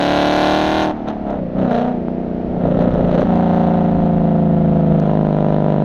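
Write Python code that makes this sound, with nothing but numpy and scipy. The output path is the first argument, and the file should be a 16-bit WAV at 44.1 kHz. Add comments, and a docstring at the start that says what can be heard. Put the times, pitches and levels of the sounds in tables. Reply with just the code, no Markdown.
"""A cross-plane V8 heard from just above its tailpipes, where eight uneven puffs a cycle boom and rasp.
It starts at full throttle; near 0.9 s the pedal lifts for an upshift, and the next gear bites with a
shudder. A short flare at 1.7 s gives way to coasting, then to a lumpy pick-up at 2.6 s; through these,
unburnt fuel pops in the pipes. From 3.3 s a steady drone sinks with the revs, easing to a putter at 5 s.
All along, wind buffets the microphone and the tyres rush on the road, now and then throwing up grit."""
import sys
import numpy as np
from scipy import signal
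from scipy.fft import rfft, irfft, next_fast_len
from scipy.io import wavfile
from scipy.ndimage import uniform_filter1d, minimum_filter1d, map_coordinates

SR = 44100
rng = np.random.default_rng(int(sys.argv[2]) if len(sys.argv) > 2 else 0)


def to_wav(s):
    """Save 16-bit WAV."""
    ch = np.atleast_2d(s).T  # columns
    pcm = np.round(np.clip(ch, -1, 1) * 32767)  # PCM
    wavfile.write(sys.argv[1], SR, pcm.astype(np.int16))


N = 257544
TIME = np.arange(N) / SR

# rate of the engine cycle, two crank turns and eight firings: (time [s], cycle rate [Hz])
CYCLE_RATE = [(0.0, 36.25), (0.2, 36.72), (0.8, 39.34), (1.12, 36.27), (1.32, 34.31), (1.45, 30.71),
              (2.45, 30.15), (2.7, 29.68), (3.05, 29.54), (3.55, 28.9), (4.8, 26.57), (5.08, 25.68),
              (5.2, 26.04), (5.3, 25.51), (5.84, 25.08)]
# the eight puffs of a cycle as they leave the pipes: (place [eighths of a cycle], size [0-1])
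PUFFS_HARD = [(.68, .9), (1.83, .65), (2.72, .9), (3.76, 1), (4.85, .6), (5.85, .35), (6.87, 1), (7.78, .6)]
PUFFS_LIGHT = [(.75, 0.64), (1.78, .55), (2.72, .55), (3.74, 1), (4.75, 1), (5.78, 1), (6.85, 0.44),
               (7.9, 0.93)]
PUFFS_COAST = [(1.05, .55), (1.98, .6), (2.4, .45), (3, .6), (3.85, .65), (4.8, .5), (6.1, .8), (7.4, .5)]
PUFFS_EASE = [(.1, .45), (1.45, .95), (2.45, .2), (3.1, .2), (4.3, .35), (5.5, 1), (6.8, .4), (7.05, .45)]
PUFFS_CRUISE = [(.3, .8), (1.57, .95), (2.65, .5), (3.25, .5), (4.58, .6), (5.65, .95), (6.98, .85),
                (7.3, .55)]
# harmonic spectra of the exhaust: (order [multiple of the cycle rate], relative level [dB])
THROTTLE = [(1, -40), (2, -12), (3, -21), (4, -11.5), (5, -5.5), (6, -13), (7, -10), (8, 0.5), (9, -6),
            (10, -7.5), (11, -22.5), (12, -8.5), (13, -8.5), (14, -14.5), (15, -3), (16, 1.5), (17, -3),
            (18, -2.5), (19, 1.5), (20, -6.5), (21, -1), (22, -19), (23, -3), (24, -13), (25, -11),
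            (26, -25.5), (27, -39.5), (28, -11.5)]
FLARE = [(1, -28), (2, -27.5), (3, -31), (4, -39), (5, -6), (6, -8.0), (7, -1), (8, 4), (9, -18), (10, -23),
         (11, -22.5), (12, -17), (13, -20.5), (14, -9.5), (15, -9.5), (16, -5), (17, -29), (18, -13),
         (19, -13), (20, -6.5), (21, -9), (22, -10), (23, -8.5), (24, -2), (25, -33), (26, -17), (27, -29),
         (28, -37), (29, -33), (30, -22.5)]
BURBLE = [(1, -9.5), (2, -16), (3, -8), (4, -14.5), (5, -2), (6, 4.5), (7, -2.5), (8, -0.5), (9, -3),
          (10, -10), (11, -11.5), (12, -10.5), (13, -11), (14, -11.0), (15, -11), (16, -19), (17, -5.5),
          (18, -1), (19, -10), (20, -3.5), (21, -5.5), (22, -18), (23, -16), (24, -11.5), (25, -17.5),
          (26, -23), (27, -24.5), (28, -19.5), (29, -28), (30, -31)]
COAST = [(1, -5.5), (2, -10), (3, -10.5), (4, -23.5), (5, -8), (6, 1), (7, -1), (8, 2), (9, -12.5),
         (10, -7.5), (11, -3), (12, -11), (13, -5.5), (14, -27), (15, -5.5), (16, -15.5), (17, -11.5),
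         (18, -12), (19, -9), (20, -8), (21, -11), (22, -6.5), (23, -7), (24, -19.5), (25, -22),
         (26, -24.5), (27, -31), (28, -17), (29, -29.5), (30, -17)]
DRONE = [(1, -38.5), (2, -26), (3, -11), (4, -22), (5, -16.5), (6, 2), (7, -3.5), (8, -1), (9, -16.5),
         (10, -8.5), (11, -14), (12, -19.5), (13, -11), (14, -14.5), (15, -18), (16, -19.5), (17, -26),
         (18, -13), (19, -7.5), (20, -15.5), (21, -13), (22, -22.5), (23, -29), (24, -9.5), (25, -9),
         (26, -8), (27, -40.5), (28, -33.5), (29, -25.5), (30, -23), (31, -18.5), (32, -35), (33, -31.5),
         (34, -21.5), (35, -27), (36, -40), (37, -36.5), (38, -32.5)]
EASE = [(1, -24), (2, -10), (3, -33.5), (4, -15.5), (5, -32), (6, 3), (7, -5), (8, 0), (9, -8.5),
        (10, -4.5), (11, -19.5), (12, -9), (13, -11), (14, -10.5), (15, -25), (16, -10.5), (17, -16),
        (18, -13), (19, -20.5), (20, -9.5), (21, -22), (22, -15.5), (23, -9), (24, -9.5), (25, -9),
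        (26, -28), (27, -10.5), (28, -15), (29, -18.5), (30, -15.5), (31, -19.5), (32, -20), (33, -26),
        (34, -25), (35, -36), (36, -35), (37, -24.5), (38, -25.5), (39, -19), (40, -29.5)]
# running states: full throttle, lift, overrun, fuel back, flare, coasting, pick-up, drone, putter
# (start [s], crossfade [s], spectrum [table], puffs [table], boom [dB], bark [dB], rasp [dB],
# roughness [0-1])
STATES = [(-1, .1, THROTTLE, PUFFS_HARD, -20.1, -19.2, -24.7, .06),
          (.88, .13, THROTTLE, PUFFS_HARD, -19.8, -23.3, -32.5, .12),
          (.93, .03, BURBLE, PUFFS_LIGHT, -27, -31, -53, .38),
          (1.56, .06, BURBLE, PUFFS_LIGHT, -15.3, -22.8, -35.2, .42),
          (1.68, .1, FLARE, PUFFS_LIGHT, -18.6, -24, -36, .2),
          (1.95, .12, COAST, PUFFS_COAST, -22, -29.2, -55, .4),
          (2.58, .16, BURBLE, PUFFS_LIGHT, -16.4, -20.6, -36.6, .7),
          (3.25, .1, DRONE, PUFFS_CRUISE, -14.7, -23.5, -40.5, .15),
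          (5.04, .27, EASE, PUFFS_EASE, -16, -21.1, -36.3, .07)]
# surges and sags of the gas flow: (peak time [s], fall time [s], boom [dB], bark [dB], rasp [dB])
SURGES = [(.28, .42, .9, 1.7, 1.3), (.96, .06, 0, 0, 13), (1.088, .055, 4.4, 5.8, 22.5),
          (1.3, .1, 4.2, 8.5, 16.5), (1.43, .06, 4, 0, -6), (1.735, .1, -.7, 6.2, 5.5),
          (2.815, .05, 2.3, 2, 4.5), (2.915, .03, -3.5, -6, 1.5), (3.115, .03, 1.8, 0, 3),
          (3.255, .04, -.3, -4.5, -2), (3.4, .52, 0, 2.8, 6.8), (4.92, .08, 2.1, 1, 2),
          (5.19, .05, 1.2, -3.3, -3)]
# spectra of the gas jet at full and at part throttle: (frequency [Hz], relative level [dB])
JET_HARD = [(600, -25), (1000, -4), (1170, -6), (1270, -13.5), (1430, -2), (1720, -7), (2100, -11),
            (2900, -9.5), (4000, -6.5), (4800, -19.5), (6500, -19.5), (7100, -31), (10000, -35.5),
            (11300, -30), (14000, -51.5), (15800, -50)]
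JET_SOFT = [(500, -28), (900, -1), (1130, -7), (1300, -2), (1550, -8.5), (1800, -9), (2300, -18.5),
            (2900, -15), (4000, -19), (4900, -36), (6450, -32), (7100, -48.5), (11500, -56), (15800, -66.5)]
# afterfire in the pipes: (time [s], relative level [dB], crack offset [dB])
POPS = [(1.085, -7, -16.5), (1.71, -2, -27.5), (1.715, 4, -40), (1.752, -6.5, -43.5), (1.785, -5, -38.5),
        (2.084, -5, -45), (2.612, -9, -41), (2.818, -2, -31.5), (2.822, -1, -33.5), (2.953, -13, -39),
        (2.985, -14, -30.5), (3.114, -5.5, -36.5), (3.19, -10.5, -29.5), (3.219, 5.5, -40.5)]
# pipe resonances under a pop: (frequency [Hz], bandwidth [Hz], gain [dB])
PIPE_MODES = [(260, 160, 0), (640, 330, 0), (1400, 600, -14)]
# grit striking the bodywork: (time [s], relative level [dB])
GRIT_HITS = [(1.3048, -46), (2.7923, -47), (2.9377, -48), (3.2079, -37), (3.3559, -47.5), (5, -41)]
# gusts on the microphone: (time [s], half width [s], rise [dB])
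GUSTS = [(.66, .05, 8), (1.33, .22, 7), (2.5, .06, 7), (3, .4, 11.5), (3.37, .05, 6), (4, .09, 13),
         (4.29, .08, 8), (4.7, .12, 6), (4.94, .05, 13), (5.22, .15, 9)]
# spectra of a grit tick, the wind and the tyres: (frequency [Hz], relative level [dB])
TICK_SPECTRUM = [(800, -20), (2000, -2), (4000, 0), (6500, -6), (7500, -17), (15000, -30)]
WIND_SPECTRUM = [(10, -24), (25, -0.5), (45, -1.5), (70, -2.5), (120, -13.5), (250, -3.5), (600, -46.5),
                 (2000, -80.5)]
TYRE_SPECTRUM = [(60, -0.5), (200, 0.5), (700, -14.5), (1100, -12.5), (2000, -19.5), (4000, -32.5),
                 (5000, -39.5), (6500, -46), (7200, -64.5), (15000, -66)]


def exhaust():
    """Pulsating outflow: a nearly periodic train of puffs radiates a low boom, a mid bark and a rasp."""
    shares, cycle_hz = state_shares(), engine_speed()
    boom_db, bark_db, rasp_db, roughness = engine_load(shares, cycle_hz)
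    cycle = np.cumsum(cycle_hz) / SR
    firing = cycle * len(PUFFS_HARD)
    # poor combustion scatters both the timing and the size of the puffs
    cycle = np.maximum.accumulate(cycle + .014 * roughness * wobble(firing))
    strength = amp(4 * roughness * wobble(firing))
    pressure, fronts = np.zeros(N), np.zeros(N)
    for share, (_, _, orders, puffs, *_) in zip(shares, STATES):
        pressure += strength * share * pipe_wave(cycle, orders, puffs)
        fronts += strength * share * steep_fronts(cycle, puffs)
    boom = steady(filtered(pressure, lambda hz: below(hz, 409) * (1 - below(hz, 62, order=4))))
    bark = steady(filtered(pressure, lambda hz: (1 - below(hz, 396)) * below(hz, 1150)))
    # the jet turns bright at full throttle and in any strong surge
    brightness = np.maximum(shares[0], np.clip((rasp_db + 35.5) / 14, 0, 1))
    return amp(boom_db) * boom + amp(bark_db) * bark + amp(rasp_db) * gas_jet(fronts, brightness)


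def pipe_wave(cycle, orders, puffs, lead_hz=109, size=2048):
    """Fourier synthesis: the engine orders line up in phase to form a pressure hump for each puff."""
    order, level_db = np.transpose(orders)
    place, strength = np.transpose(puffs)
    # big puffs are the sharpest, so they rule the high orders
    weight = strength ** (1 + order[:, None] / 30)
    humps = np.sum(weight * np.exp(-2j * np.pi * np.outer(order, place) / len(puffs)), axis=1)
    # the open pipe end sucks back after each hump
    mean_cycle_hz = np.mean(CYCLE_RATE, axis=0)[1]
    phase = np.angle(humps) + np.arctan(lead_hz / (order * mean_cycle_hz))
    period = unit(irfft(np.r_[0, amp(level_db) * np.exp(1j * phase)], size))
    return np.interp(cycle % 1, np.arange(size + 1) / size, np.r_[period, period[0]])


def steep_fronts(cycle, puffs, steepening=1.5):
    """Nonlinear steepening: each puff makes a spike that grows faster than the puff's size."""
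    place, strength = np.transpose(puffs)
    cycles = np.arange(int(cycle[-1]) + 1)
    due = (cycles[:, None] + place / len(puffs)).ravel()
    arrival = np.interp(due, cycle, np.arange(N), right=N + 1)
    height = np.tile(strength ** steepening, len(cycles))
    # each spike is shared between two neighbouring samples
    sample, late = arrival.astype(int), arrival % 1
    return np.bincount(sample, height * (1 - late), N)[:N] + np.bincount(sample + 1, height * late, N)[:N]


def gas_jet(fronts, brightness, decay_s=.0012):
    """Turbulent jet noise: each front snarls and tears a burst of hiss from the outlet."""
    bursts = unit(signal.lfilter([1], [1, -np.exp(-1 / (decay_s * SR))], fronts))

    def jet(spectrum, edge_hz, hiss_gain, steady_flow):
        snarl = unit(filtered(fronts, lambda hz: below(hz, edge_hz, order=2)))
        hiss = unit((bursts + steady_flow) * rng.standard_normal(N))
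        return steady(coloured(snarl + hiss_gain * hiss, spectrum))

    hard = jet(JET_HARD, edge_hz=3600, hiss_gain=1.1, steady_flow=.9)
    soft = jet(JET_SOFT, edge_hz=2000, hiss_gain=1.45, steady_flow=.7)
    return steady(brightness * hard + (1 - brightness) * soft)


def engine_speed(bite_s=1.4, shudder_hz=3.45, swing_hz=1.77, decay_s=.5):
    """Damped oscillation: the driveline shudders as the next gear bites, swinging the cycle rate."""
    age = np.maximum(TIME - bite_s, 0)
    shudder = swing_hz * np.sin(2 * np.pi * shudder_hz * age) * np.exp(-age / decay_s)
    return np.interp(TIME, *np.transpose(CYCLE_RATE)) - shudder


def state_shares():
    """Linear crossfade: the weight of each running state as it gives way to the next."""
    begun = np.array([np.clip((TIME - start) / fade + .5, 0, 1) for start, fade, *_ in STATES])
    return -np.diff(begun, axis=0, append=0)


def engine_load(shares, cycle_hz, resonant_cycle_hz=26.9, half_width_hz=.8):
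    """Amplitude modulation: the running state sets levels and roughness; flow surges shift the levels."""
    *held_db, roughness = np.transpose([state[4:] for state in STATES]) @ shares
    surge_db = sum(np.outer(rise_db, swell(s, fall / 2, fall)) for s, fall, *rise_db in SURGES)
    boom_db, bark_db, rasp_db = held_db + surge_db
    # the boom swells as the sinking revs cross a pipe resonance
    resonance_db = 1.25 * np.exp(-((cycle_hz - resonant_cycle_hz) / half_width_hz) ** 2)
    drift_db = .75 * wobble(TIME * 13)
    return boom_db + resonance_db, bark_db + drift_db, rasp_db + drift_db, roughness


def afterfire():
    """Impulse excitation: unburnt fuel goes off with a short crack and rings the pipe resonances."""
    impulses, cracks = np.zeros(N), np.zeros(N)
    for s, level_db, crack_db in POPS:
        impulses[round(s * SR)] = amp(level_db + 16)
        add_burst(cracks, s, level_db + crack_db, t60_s=.021)

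    def pipe_response(hz):
        modes = sum(amp(db) * 1j * hz * width / (centre ** 2 - hz ** 2 + 1j * hz * width)
                    for centre, width, db in PIPE_MODES)
        return modes * below(hz, 1600, order=4)

    return filtered(impulses, pipe_response) + amp(6.5) * coloured(cracks, JET_HARD)


def grit():
    """Impact noise: small stones thrown up by the tyres tick on the bodywork."""
    ticks = np.zeros(N)
    for s, level_db in GRIT_HITS:
        add_burst(ticks, s, level_db, t60_s=.012)
    return amp(9.5) * coloured(ticks, TICK_SPECTRUM)


def wind(lull_db=-37):
    """Turbulent pressure fluctuation: eddies strike the microphone, harder in gusts."""
    gust_db = sum(rise_db * swell(s, half_s, half_s) for s, half_s, rise_db in GUSTS)
    return amp(lull_db + gust_db + 2.2 * wobble(TIME * 12)) * noise(WIND_SPECTRUM)


def tyres(level_db=-37):
    """Rolling noise: the tyres on the road make a nearly even broadband rush."""
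    return amp(level_db + wobble(TIME * 4)) * noise(TYRE_SPECTRUM)


def add_burst(track, start_s, level_db, t60_s):
    """Exponential decay: adds to the track a noise burst that falls 60 dB in t60_s."""
    age = np.arange(SR // 20) / SR
    burst = amp(level_db - 60 * age / t60_s) * rng.standard_normal(len(age))
    track[round(start_s * SR):][:len(age)] += burst


def swell(peak_s, rise_s, fall_s):
    """Gaussian envelope: a smooth rise to 1 at peak_s and back."""
    return np.exp(-((TIME - peak_s) / np.where(TIME < peak_s, rise_s, fall_s)) ** 2)


def wobble(knots):
    """Spline interpolation: a smooth random curve with a new value at each whole number of knots."""
    return map_coordinates(rng.standard_normal(4096), [knots], mode="wrap")


def noise(spectrum):
    """Spectral shaping: white noise coloured and scaled to rms 1."""
    return unit(coloured(rng.standard_normal(N), spectrum))


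def coloured(x, spectrum):
    """Minimum-phase filtering: folding the cepstrum gives a causal filter with the given spectrum."""
    size = 2 * next_fast_len(N // 2 + SR // 4)
    hz, db = np.transpose(spectrum)
    gain_db = np.interp(np.log(np.fft.rfftfreq(size, 1 / SR) + 1), np.log(hz), db)
    cepstrum = irfft(np.log(amp(gain_db)))
    cepstrum[1:size // 2] *= 2
    cepstrum[size // 2 + 1:] = 0
    return irfft(rfft(x, size) * np.exp(rfft(cepstrum)), size)[:N]


def filtered(x, response):
    """Convolution theorem: the spectrum of x is multiplied by a frequency response."""
    size = next_fast_len(N + SR // 2)
    return irfft(rfft(x, size) * response(np.fft.rfftfreq(size, 1 / SR)), size)[:N]


def below(hz, edge_hz, order=8):
    """Low-pass response: the gain is one half at edge_hz."""
    return 1 / (1 + (hz / edge_hz) ** order)


def steady(x, window=3500):
    """Running normalisation: x held at rms 1, its fast pulsing kept."""
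    power = uniform_filter1d(uniform_filter1d(x ** 2, window), window)
    return x / np.sqrt(np.abs(power) + 1e-12)


def unit(x):
    """Normalisation: x at rms 1."""
    return x / np.sqrt(np.mean(x ** 2) + 1e-20)


def amp(db):
    """Decibel scale: level to amplitude ratio."""
    return 10 ** (np.asarray(db) / 20)


def scene():
    """Superposition: all sources add at one point on the rear bumper."""
    return (exhaust() + afterfire() + grit() + wind() + tyres())[None]


def record(dry, ceiling=.92, top_hz=15800):
    """Peak and band limiting: the gain dips at the highest peaks, and nothing above top_hz passes."""
    needed = np.minimum(1, ceiling / (np.abs(dry[0]) + 1e-9))
    held = minimum_filter1d(needed, size=200)
    gain = uniform_filter1d(uniform_filter1d(held, size=100), size=100)
    return filtered(dry[0] * gain, lambda hz: hz < top_hz)[None]


dry = scene()
out = record(dry)
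to_wav(out)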